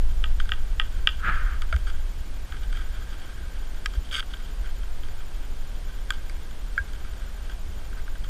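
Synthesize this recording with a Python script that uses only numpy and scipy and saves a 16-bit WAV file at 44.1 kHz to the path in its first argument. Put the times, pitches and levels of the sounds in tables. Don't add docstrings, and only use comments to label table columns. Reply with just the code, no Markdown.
import sys
import numpy as np
from scipy import signal
from scipy.fft import rfft, irfft, next_fast_len
from scipy.io import wavfile
from scipy.ndimage import uniform_filter1d, map_coordinates

SR = 44100
rng = np.random.default_rng(int(sys.argv[2]) if len(sys.argv) > 2 else 0)


def store_pcm(level_fs):
    pcm = np.round(np.clip(level_fs, -1, 1) * 32767).astype(np.int16)
    wavfile.write(sys.argv[1], SR, np.atleast_2d(pcm).T)


def makeup_ratio(level_db):
    decades = np.asarray(level_db, float) / 20
    return 10 ** decades


N = 365588

# time in seconds, deep rumble in dB, upper rumble in dB re deep.
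WIND_CURVE = [(0.0, -17, -10.5), (.3, -19, -8), (.55, -21, -12.5), (.9, -23, -12), (1.15, -26, -7),
              (1.35, -20.5, -8), (1.6, -23.5, -10), (1.95, -22, -10), (2.3, -32, -4), (2.75, -25.5, -8.5),
              (3.15, -30.5, -7), (3.7, -30.5, -6), (4.3, -31, -10), (4.7, -27, -10), (5.3, -27, -13.5),
              (6.3, -29.5, -9), (7.2, -31, -6.5), (8.29, -28.5, -8.5)]
# frequency in Hz, level in dB per Hz.
DEEP_SPECTRUM = [(5, -33), (12, 7.5), (25, 0), (40, -3.5), (70, -43), (200, -77.5)]
# frequency in Hz, level in dB per Hz.
UPPER_SPECTRUM = [(20, -59), (42, 3), (60, -1.5), (80, -9.5), (110, -23), (170, -31.5), (400, -67)]
# time in seconds, level in dB, frequency in Hz signed by
LOW_BUMPS = [
    (1.7565, -13.5, -64.5, 2.25),
    (3.983, -12.5, 40, 0.81),
    (4.61, -19, 40, 1.5),
    (6.81, -23, 61, 1.75),
    (.012, -13, 23.5, 1.17),
]
GUST_DEPTH_DB, GUSTS_PER_S = 1.63, 6

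# frequency in Hz, level in dB per Hz.
HISS_SPECTRUM = [(30, -19.5), (100, -1), (300, -8.5), (860, -13.5), (1800, -18), (3200, -19.5),
                 (6300, -25.5), (7700, -28.5), (8300, -24.5), (9200, -28.5), (11200, -30.5), (13000, -35),
                 (13700, -32), (15000, -36)]
HISS_DB = -47.5
# frequency in Hz, level in dB.
WHINE_TONES = [(7028, -58.5), (14056, -58.5)]
# frequency in Hz, gain in dB.
WRITE_SAG = [(7000, 0), (8300, -2.5), (12000, -2), (13200, -4), (14400, -4), (15000, -5)]
# frequency in Hz, share of patches lost.
TOP_GAPS = [(12600, 0), (13000, .4), (14000, .35), (14500, .55), (15000, .85)]
WRITES_PER_S, FIRST_WRITE_S, LATE_S = 12, .002, .006
WRITE_MS, WRITE_SPREAD_MS = 34, 4

# frequency in Hz, width in Hz, level in dB.
CASE_FAMILIES = [
    [(1244, 112, -4.5), (1436, 137, -2), (1579, 78, 1.5), (1968, 89, -13)],
    [(2176, 130, 3.5), (2392, 170, -1)],
    [(2915, 200, -5), (2873, 67, -6), (3162, 156, 2.5), (3576, 440, -7)],
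    [(4650, 140, 3.5), (5380, 340, -7.5), (6410, 280, -5.5), (8230, 500, -8), (9670, 410, -11),
     (12700, 4400, -23.5)],
]

# time in seconds, effort in dB.
RUSTLE_CURVE = [(0.0, -56), (0.3, -51), (1.13, -51), (1.27, -44), (1.34, -38), (1.43, -46), (1.68, -51),
                (2.33, -54.5), (2.72, -47), (3.35, -47), (3.88, -52), (4.48, -50), (4.7, -53.5),
                (5.79, -53.5), (6.26, -48.5), (6.55, -55), (7.02, -49), (8.29, -56)]
THIRD_DB, THIRD_FOLLOWS = -62, 0.62
# time in seconds, level in dB.
SCRAPE_CURVE = [(1.2, -44), (1.21, -51), (1.242, -32.5), (1.292, -23.5), (1.358, -34.5), (1.544, -41.5),
                (1.61, -56), (1.62, -40), (1.66, -55)]
# frequency in Hz, level in dB per Hz.
CRUST_SPECTRUM = [(50, -45), (140, -9), (300, -22), (600, -24), (1000, -20), (1250, -1), (1600, -1),
                  (2000, -13), (2400, -15), (3200, -24), (3900, -30.5), (5500, -48), (9000, -70)]

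# start in seconds, length in ms, first family in dB, third in dB re first.
RUBS_LONG = [(.402, 27, -47, -7), (1.865, 53, -43.5, -4), (1.94, 30, -49.5, -9), (2.52, 57, -45.5, -13),
             (2.722, 137, -47, -6.5), (2.565, 30, -58, 3), (3.09, 60, -59, 2.2), (3.19, 99, -54.5, -1.2),
             (3.935, 44, -50.5, -1.5), (4.045, 31, -62.5, 10), (4.3, 70, -52, -1.2), (4.43, 83, -60.5, 6),
             (4.64, 64, -48, -7), (5.18, 54, -51.5, -5), (5.33, 50, -56, 0), (6.12, 59.6, -52.5, 1),
             (7.04, 110, -56, -4), (7.2, 110, -54, -8), (7.49, 40, -51.5, -3), (7.97, 45, -49.5, -10.5),
             (8.235, 37, -52, -2)]
RUB_SECOND_DB, RUB_FOURTH_DB = -10.5, -6.5

# time in seconds, first family in dB, third in dB re first.
FAINT_TICKS = [(0.4549, -41, -6), (1.879, -43, -5), (2.8103, -47, -2.2), (3.745, -39, -7),
               (3.937, -39, -13), (4.0432, -52, 6), (4.0891, -50, 12), (4.3697, -46, 8), (4.6594, -44, -9),
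               (4.833, -42, 2), (5.034, -41.5, 4), (5.084, -39, -4), (6.135, -39, -5), (6.5094, -42.5, 3.5),
               (6.9336, -40, 0), (7.047, -39, -16), (7.135, -42.5, 2), (7.4974, -40, 1.2),
               (7.976, -46, -15), (8.2432, -39, 0)]
TICK_SECOND_DB, TICK_FOURTH_DB, TICK_MS = -12, -4, 2.3
# time in seconds, first family in dB,
# third in dB re first, fourth in dB re first, contact in ms.
FIRM_SNAPS = [(0.4, -24, 0.5, -11, 6.4), (0.4912, -28, 2, -10, 2.7), (1.2446, -24, -26, -33, 2.7),
              (1.6193, -30.5, 3, -2, 2.5), (1.7266, -29, 0, -9, 2.5), (1.7342, -28, -22, -26, 2.5),
              (1.7401, -25, -12, -18, 2.5), (1.7625, -31, -1.5, -3, 1.7), (1.8995, -37, -2, -5, 2.5),
              (2.5212, -34, 0.5, -17, 3.3), (2.6336, -42, 10, -1, 2.9), (2.7266, -34.5, -1, -5, 3.4),
              (2.7706, -37, 4, -3, 3.4), (4.226, -34, 2, -18, 2.5), (4.3363, -31, 5.5, -12, 5.4),
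              (6.121, -35, -2, -8, 2.5), (6.296, -35.5, -17, 0.5, 2.1), (7.928, -37, -17, -18.5, 2.5),
              (8.0778, -33, -12, -18, 2.1), (8.1534, -37.5, -4, -16, 2.5)]
SNAP_SECOND_DB = -3

# time in seconds, third family in dB, first in dB re third.
STRAP_HOOKS = [(4.1121, -30, -13), (4.1177, -32, -10.2), (4.125, -29, -12), (4.1317, -30, -11),
               (4.141, -21, -15), (4.146, -20, -10.2), (4.153, -17, -10), (4.16, -35, 6), (4.166, -25, -6),
               (4.17, -22, -13), (4.1806, -25.5, -2), (4.187, -28, 1), (4.1949, -23, -4), (4.1984, -25, -3),
               (4.204, -21.5, -17)]
HOOK_FOURTH_DB, TIGHTEN_DB_PER_S = -21.5, 132

# frequency in Hz, level in dB, t60 in seconds.
RINGING_STRIKES = [
    ((3.859, -19, 0.34), [(1260, -7.5, 0.044), (1640, 2, 0.022), (1950, -2.5, 0.019), (2420, -4.5, 0.02), (2780, -6, .016), (3140, -5, 0.018), (3800, -7, .014), (4520, -10, 0.013), (5480, -5.5, 0.013), (7840, -7, 0.0094), (14000, -16, .007)]),
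    ((6.105, -14.5, 0.35), [(1254, -7.5, 0.035), (1550, 2, 0.021), (2370, -12.5, .02), (3310, 1, 0.013), (4670, -16, .012), (7400, -7, 0.0079), (11100, -15, 0.008)]),
    ((6.778, -15, .8), [(1611, 0, 0.087), (1405, -5, 0.041), (1526, -2, .045), (1910, -22, .05), (2240, -11.5, 0.031), (3230, -18, .012), (4600, -28, .006)]),
]
# third family in dB, fourth family in dB.
STRIKE_CRACKS = [
    (-23.5, -28.5),
    (-27, -25.5),
    (-33, -41),
]
# frequency in Hz, level in dB, t60 in seconds.
GRIP_MODES = [(650, -11.5, 0.054), (1390, 0, 0.034), (1600, -9, 0.046), (2230, -9, 0.03), (3170, -6, 0.018),
              (3655, -17, 0.015), (4700, -16, 0.008)]
# time in seconds, level in dB, rise in ms.
GRIP_BLOW = (1.7265, -18.5, 0.36)

# time in seconds, peak in dB, low modes in dB re peak.
POLE_CLACKS = [
    (0.2399, -16.5, -4.5),
    (0.5183, -12.5, -3),
    (0.7974, -9.5, -3.5),
    (1.072, -2.5, -8),
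]
# frequency in Hz, width in Hz, level in dB.
POLE_LOW_MODES = [(826, 56, -20), (1259, 40, 0), (1565, 97, -1), (1890, 97, -5.5)]
# frequency in Hz, width in Hz, level in dB.
POLE_HIGH_MODES = [(2380, 82, -4), (2790, 164, 2), (3150, 364, 3), (3457, 362, -1.5), (4050, 150, -25),
                   (4700, 100, -18.5), (5200, 190, -23.5), (7700, 500, -37)]
CLACK_VARY_DB = 1.8
# echo delay in seconds, echo in dB, scatter in dB, t60 in seconds of low and of high modes.
GROUND_REPLY = (.0172, -14.5, -15, 0.2, 0.23)


def unit(x):
    return x / np.sqrt(np.mean(x ** 2) + 1e-20)


def curves(rows):
    s, *cols = np.transpose(rows)
    return [np.interp(np.arange(N) / SR, s, c, -120, -120) for c in cols]


def on_log(points, hz):
    f, v = np.transpose(points)
    return np.interp(np.log(hz + 1), np.log(f), v)


def wobble(knots_per_s):
    knots = rng.standard_normal(int(N * knots_per_s / SR) + 4)
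    return map_coordinates(knots, [np.arange(N) * knots_per_s / SR])


def filtered(x, response):
    m = next_fast_len(N + SR // 2)
    return irfft(rfft(x, m) * response(np.fft.rfftfreq(m, 1 / SR)), m)[..., :N]


def coloured(x, spectrum):
    return unit(filtered(x, lambda hz: makeup_ratio(on_log(spectrum, hz))))


def grit(spread_db, clumps_per_s, depth_db):
    size = np.minimum(rng.exponential(size=N), 3)
    clump_db = depth_db * np.clip(wobble(clumps_per_s), -2, 2)
    return unit(rng.standard_normal(N) * makeup_ratio(spread_db * size + clump_db))


def family(x, modes):
    f = np.fft.rfftfreq(8192, 1 / SR)
    ring = 0
    for k, (hz, width_hz, db) in enumerate(modes):
        damping = 1j * f * width_hz
        ring = ring + (-1) ** k * makeup_ratio(db) * damping / (hz * hz - f * f + damping)
    band_hz = [0.8 * modes[0][0], 1.49 * modes[-1][0]]
    walls = signal.freqs(*signal.butter(3, band_hz, "band", analog=True), f)[1]
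    answer = irfft(ring * walls)
    return signal.oaconvolve(x, answer / np.abs(answer).max())[:N]


def contacts(rows):
    force, t = np.zeros((4, N + 2000)), np.arange(2000) / SR
    for s, *db, ms in rows:
        burst = rng.standard_normal(len(t)) * np.exp(-t * 1000 / ms)
        burst[0] = 0.66 * np.linalg.norm(burst)
        colour = rfft(burst)
        even = irfft(colour / np.abs(colour) ** .8, len(t))
        burst = even * np.exp(-t * 400 / ms)
        burst = burst / np.linalg.norm(burst)
        force[:, round(s * SR):][:, :len(t)] += makeup_ratio(np.array(db))[:, None] * burst
    return sum(family(f[:N], modes) for f, modes in zip(force, CASE_FAMILIES))


def writes():
    k = np.arange(int(N / SR * WRITES_PER_S) + 1)
    luck = rng.standard_normal((len(k), 2))
    start_s = FIRST_WRITE_S + k / WRITES_PER_S + LATE_S * np.abs(luck[:, 0])
    return list(zip(start_s, WRITE_MS + WRITE_SPREAD_MS * luck[:, 1]))


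def electronics(air):
    t, whine, busy = np.arange(N) / SR, np.zeros(N), np.zeros(N)
    jobs = writes()
    for (s, ms), turn in zip(jobs, rng.uniform(size=len(jobs))):
        now = slice(round(s * SR), round((s + ms / 1000) * SR))
        u = t[now] - s
        busy[now] = 1
        edge_s = np.minimum(np.abs(u - .0165) - .0025, np.minimum(u, ms / 1000 - u))
        fade = np.clip(edge_s / 0.0022, 0, 1)
        for k, (hz, db) in enumerate(WHINE_TONES):
            whine[now] += makeup_ratio(db) * fade * np.sin(2 * np.pi * (hz * u + (k + 1) * turn))

    hiss = makeup_ratio(HISS_DB) * coloured(rng.standard_normal(N), HISS_SPECTRUM)
    busy = uniform_filter1d(busy, size=SR // 100)
    sagged = filtered(hiss, lambda hz: makeup_ratio(on_log(WRITE_SAG, hz)))
    hiss = (1 - busy) * hiss + busy * sagged

    hz, frame_s, z = signal.stft(air + hiss, SR, nperseg=1024)
    luck = rng.uniform(size=(len(hz) // 7 + 1, z.shape[1] // 2 + 1))
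    luck = luck.repeat(7, axis=0).repeat(2, axis=1)
    luck = (luck + luck[:1]) / 2
    need = .6 + .8 * np.interp(frame_s, t, busy)
    kept = luck[:len(hz), :z.shape[1]] > .15 + .7 * on_log(TOP_GAPS, hz)[:, None] * need
    kept |= hz[:, None] < TOP_GAPS[0][0]
    return whine + signal.istft(z * kept, SR, nperseg=1024)[1][:N]


def wind():
    t, out = np.arange(N) / SR, 0
    deep_db, upper_db = curves(WIND_CURVE)
    for db, spectrum in [(deep_db, DEEP_SPECTRUM), (deep_db + upper_db, UPPER_SPECTRUM)]:
        z = coloured(rng.standard_normal(N), spectrum)
        swell = np.sqrt(np.abs(uniform_filter1d(z * z, size=SR // 7)) + .05)
        out = out + makeup_ratio(db + GUST_DEPTH_DB * wobble(GUSTS_PER_S)) * unit(z / swell ** 0.96)
    for s, db, hz, cycles in LOW_BUMPS:
        shape = np.exp(-((t - s) * hz / cycles * 2) ** 2)
        out = out * (1 - 0.96 * shape) + makeup_ratio(db) * np.sin(2 * np.pi * hz * (t - s)) * shape
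    return out


def cloth():
    low_db, = curves(RUSTLE_CURVE)
    mid_db = THIRD_DB + 3 + THIRD_FOLLOWS * (low_db - low_db.mean())
    rub = grit(3.6, 45, depth_db=4.0)
    first, second, third, fourth = (unit(family(rub, modes)) for modes in CASE_FAMILIES)
    hum = unit(family(rng.standard_normal(N), CASE_FAMILIES[0][2:]))
    low = makeup_ratio(low_db - 5.0) * (makeup_ratio(-3) * first + makeup_ratio(-5.5) * hum + makeup_ratio(-13.5) * second)
    return low + makeup_ratio(mid_db - 3.0) * (third + makeup_ratio(-7.5) * fourth)


def rubs():
    t, press = np.arange(N) / SR, np.zeros((4, N))
    for s, ms, low, mid in RUBS_LONG:
        db = [low, low + RUB_SECOND_DB, low + mid, low + mid + RUB_FOURTH_DB]
        u = np.clip((t - s) * 1000 / ms, 0, 1)
        press += makeup_ratio(np.array(db))[:, None] * np.sin(np.pi * u ** 0.52) ** .5
    rub = grit(2.9, 120, depth_db=4.0)
    rub = rub / np.sqrt(np.abs(uniform_filter1d(rub * rub, size=SR // 30)) + .05)
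    return sum(p * unit(family(rub, modes)) for p, modes in zip(press, CASE_FAMILIES))


def ticks():
    firm = [(s, db, db + top + SNAP_SECOND_DB, db + mid, db + top, ms)
            for s, db, mid, top, ms in FIRM_SNAPS]
    faint = [(s, db, db + TICK_SECOND_DB, db + mid, db + TICK_FOURTH_DB, TICK_MS)
             for s, db, mid in FAINT_TICKS]
    return contacts(firm + faint)


def ski():
    level_db, = curves(SCRAPE_CURVE)
    return makeup_ratio(level_db) * coloured(grit(2.4, 70.2, depth_db=1.0), CRUST_SPECTRUM)


def strap():
    start_s = STRAP_HOOKS[0][0]
    hooks = contacts([(s, db + low, db - 15.5, db, db + HOOK_FOURTH_DB + TIGHTEN_DB_PER_S * (s - start_s), .7)
                      for s, db, low in STRAP_HOOKS])
    pull = np.interp(np.arange(N) / SR, [4.108, 4.13, 4.16, 4.2, 4.211], [0.027, 0.65, 0.72, 0.56, 0.018])
    fizz = pull * grit(3.3, 180, depth_db=2.5)
    family_db = (-53.5, -60, -50.5, -52.5)
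    return hooks + sum(makeup_ratio(db) * family(fizz, modes) for db, modes in zip(family_db, CASE_FAMILIES))


def cracks():
    return contacts([(s, -np.inf, -np.inf, *db, 1.2)
                     for ((s, *_), _), db in zip(RINGING_STRIKES, STRIKE_CRACKS)])


def strikes():
    out, t = np.zeros(N), np.arange(SR // 4) / SR
    for (s, db, rise_ms), modes in RINGING_STRIKES + [(GRIP_BLOW, GRIP_MODES)]:
        ring = 0
        for hz, level_db, t60_s in modes:
            decay = makeup_ratio(db + level_db - 60 * t / t60_s)
            ring = ring + decay * np.sin(2 * np.pi * (hz * t + rng.uniform()))
        shell = signal.butter(4, .8 * min(modes)[0], "high", fs=SR, output="sos")
        out[round(s * SR):][:len(t)] += signal.sosfilt(shell, ring * (1 - np.exp(-t * 1000 / rise_ms)))
    return out


def struck(modes, s, db, vary):
    blow = makeup_ratio(db) * (np.arange(N) == round(s * SR))
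    return family(blow, [(hz, w, level + CLACK_VARY_DB * v) for (hz, w, level), v in zip(modes, vary)])


def clacks():
    vary = rng.standard_normal((len(POLE_CLACKS), len(POLE_LOW_MODES)))
    low, high = 0, 0
    for (s, db, low_db), v in zip(POLE_CLACKS, vary):
        low = low + struck(POLE_LOW_MODES, s + 0.00059, db + low_db, v)
        high = high + struck(POLE_HIGH_MODES, s + .0002, db, np.zeros(len(POLE_HIGH_MODES)))

    lag_s, echo_db, tail_db, *t60s = GROUND_REPLY
    t, out = np.arange(SR // 4) / SR, 0
    scatter = rng.standard_normal(len(t)) * makeup_ratio(3 * wobble(300)[:len(t)])
    scatter *= np.clip(t / lag_s, 0, 1) ** 0.43
    for direct, t60_s in zip((low, high), t60s):
        tail = scatter * makeup_ratio(-60 * t / t60_s)
        answer = makeup_ratio(tail_db) * tail / np.linalg.norm(tail)
        answer[round(lag_s * SR)] += makeup_ratio(echo_db)
        out = out + direct + signal.fftconvolve(direct, answer)[:N]
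    return out


def scene():
    background = wind() + cloth() + rubs() + ticks()
    events = ski() + strap() + cracks() + strikes() + clacks()
    return electronics(background + events)[None]


def roll_off(x):
    return signal.sosfilt(signal.butter(12, 15200, fs=SR, output="sos"), x)


def record(dry):
    mix = filtered(dry, lambda hz: hz < 15100)
    return roll_off(mix)


dry = scene()
out = record(dry)
store_pcm(out)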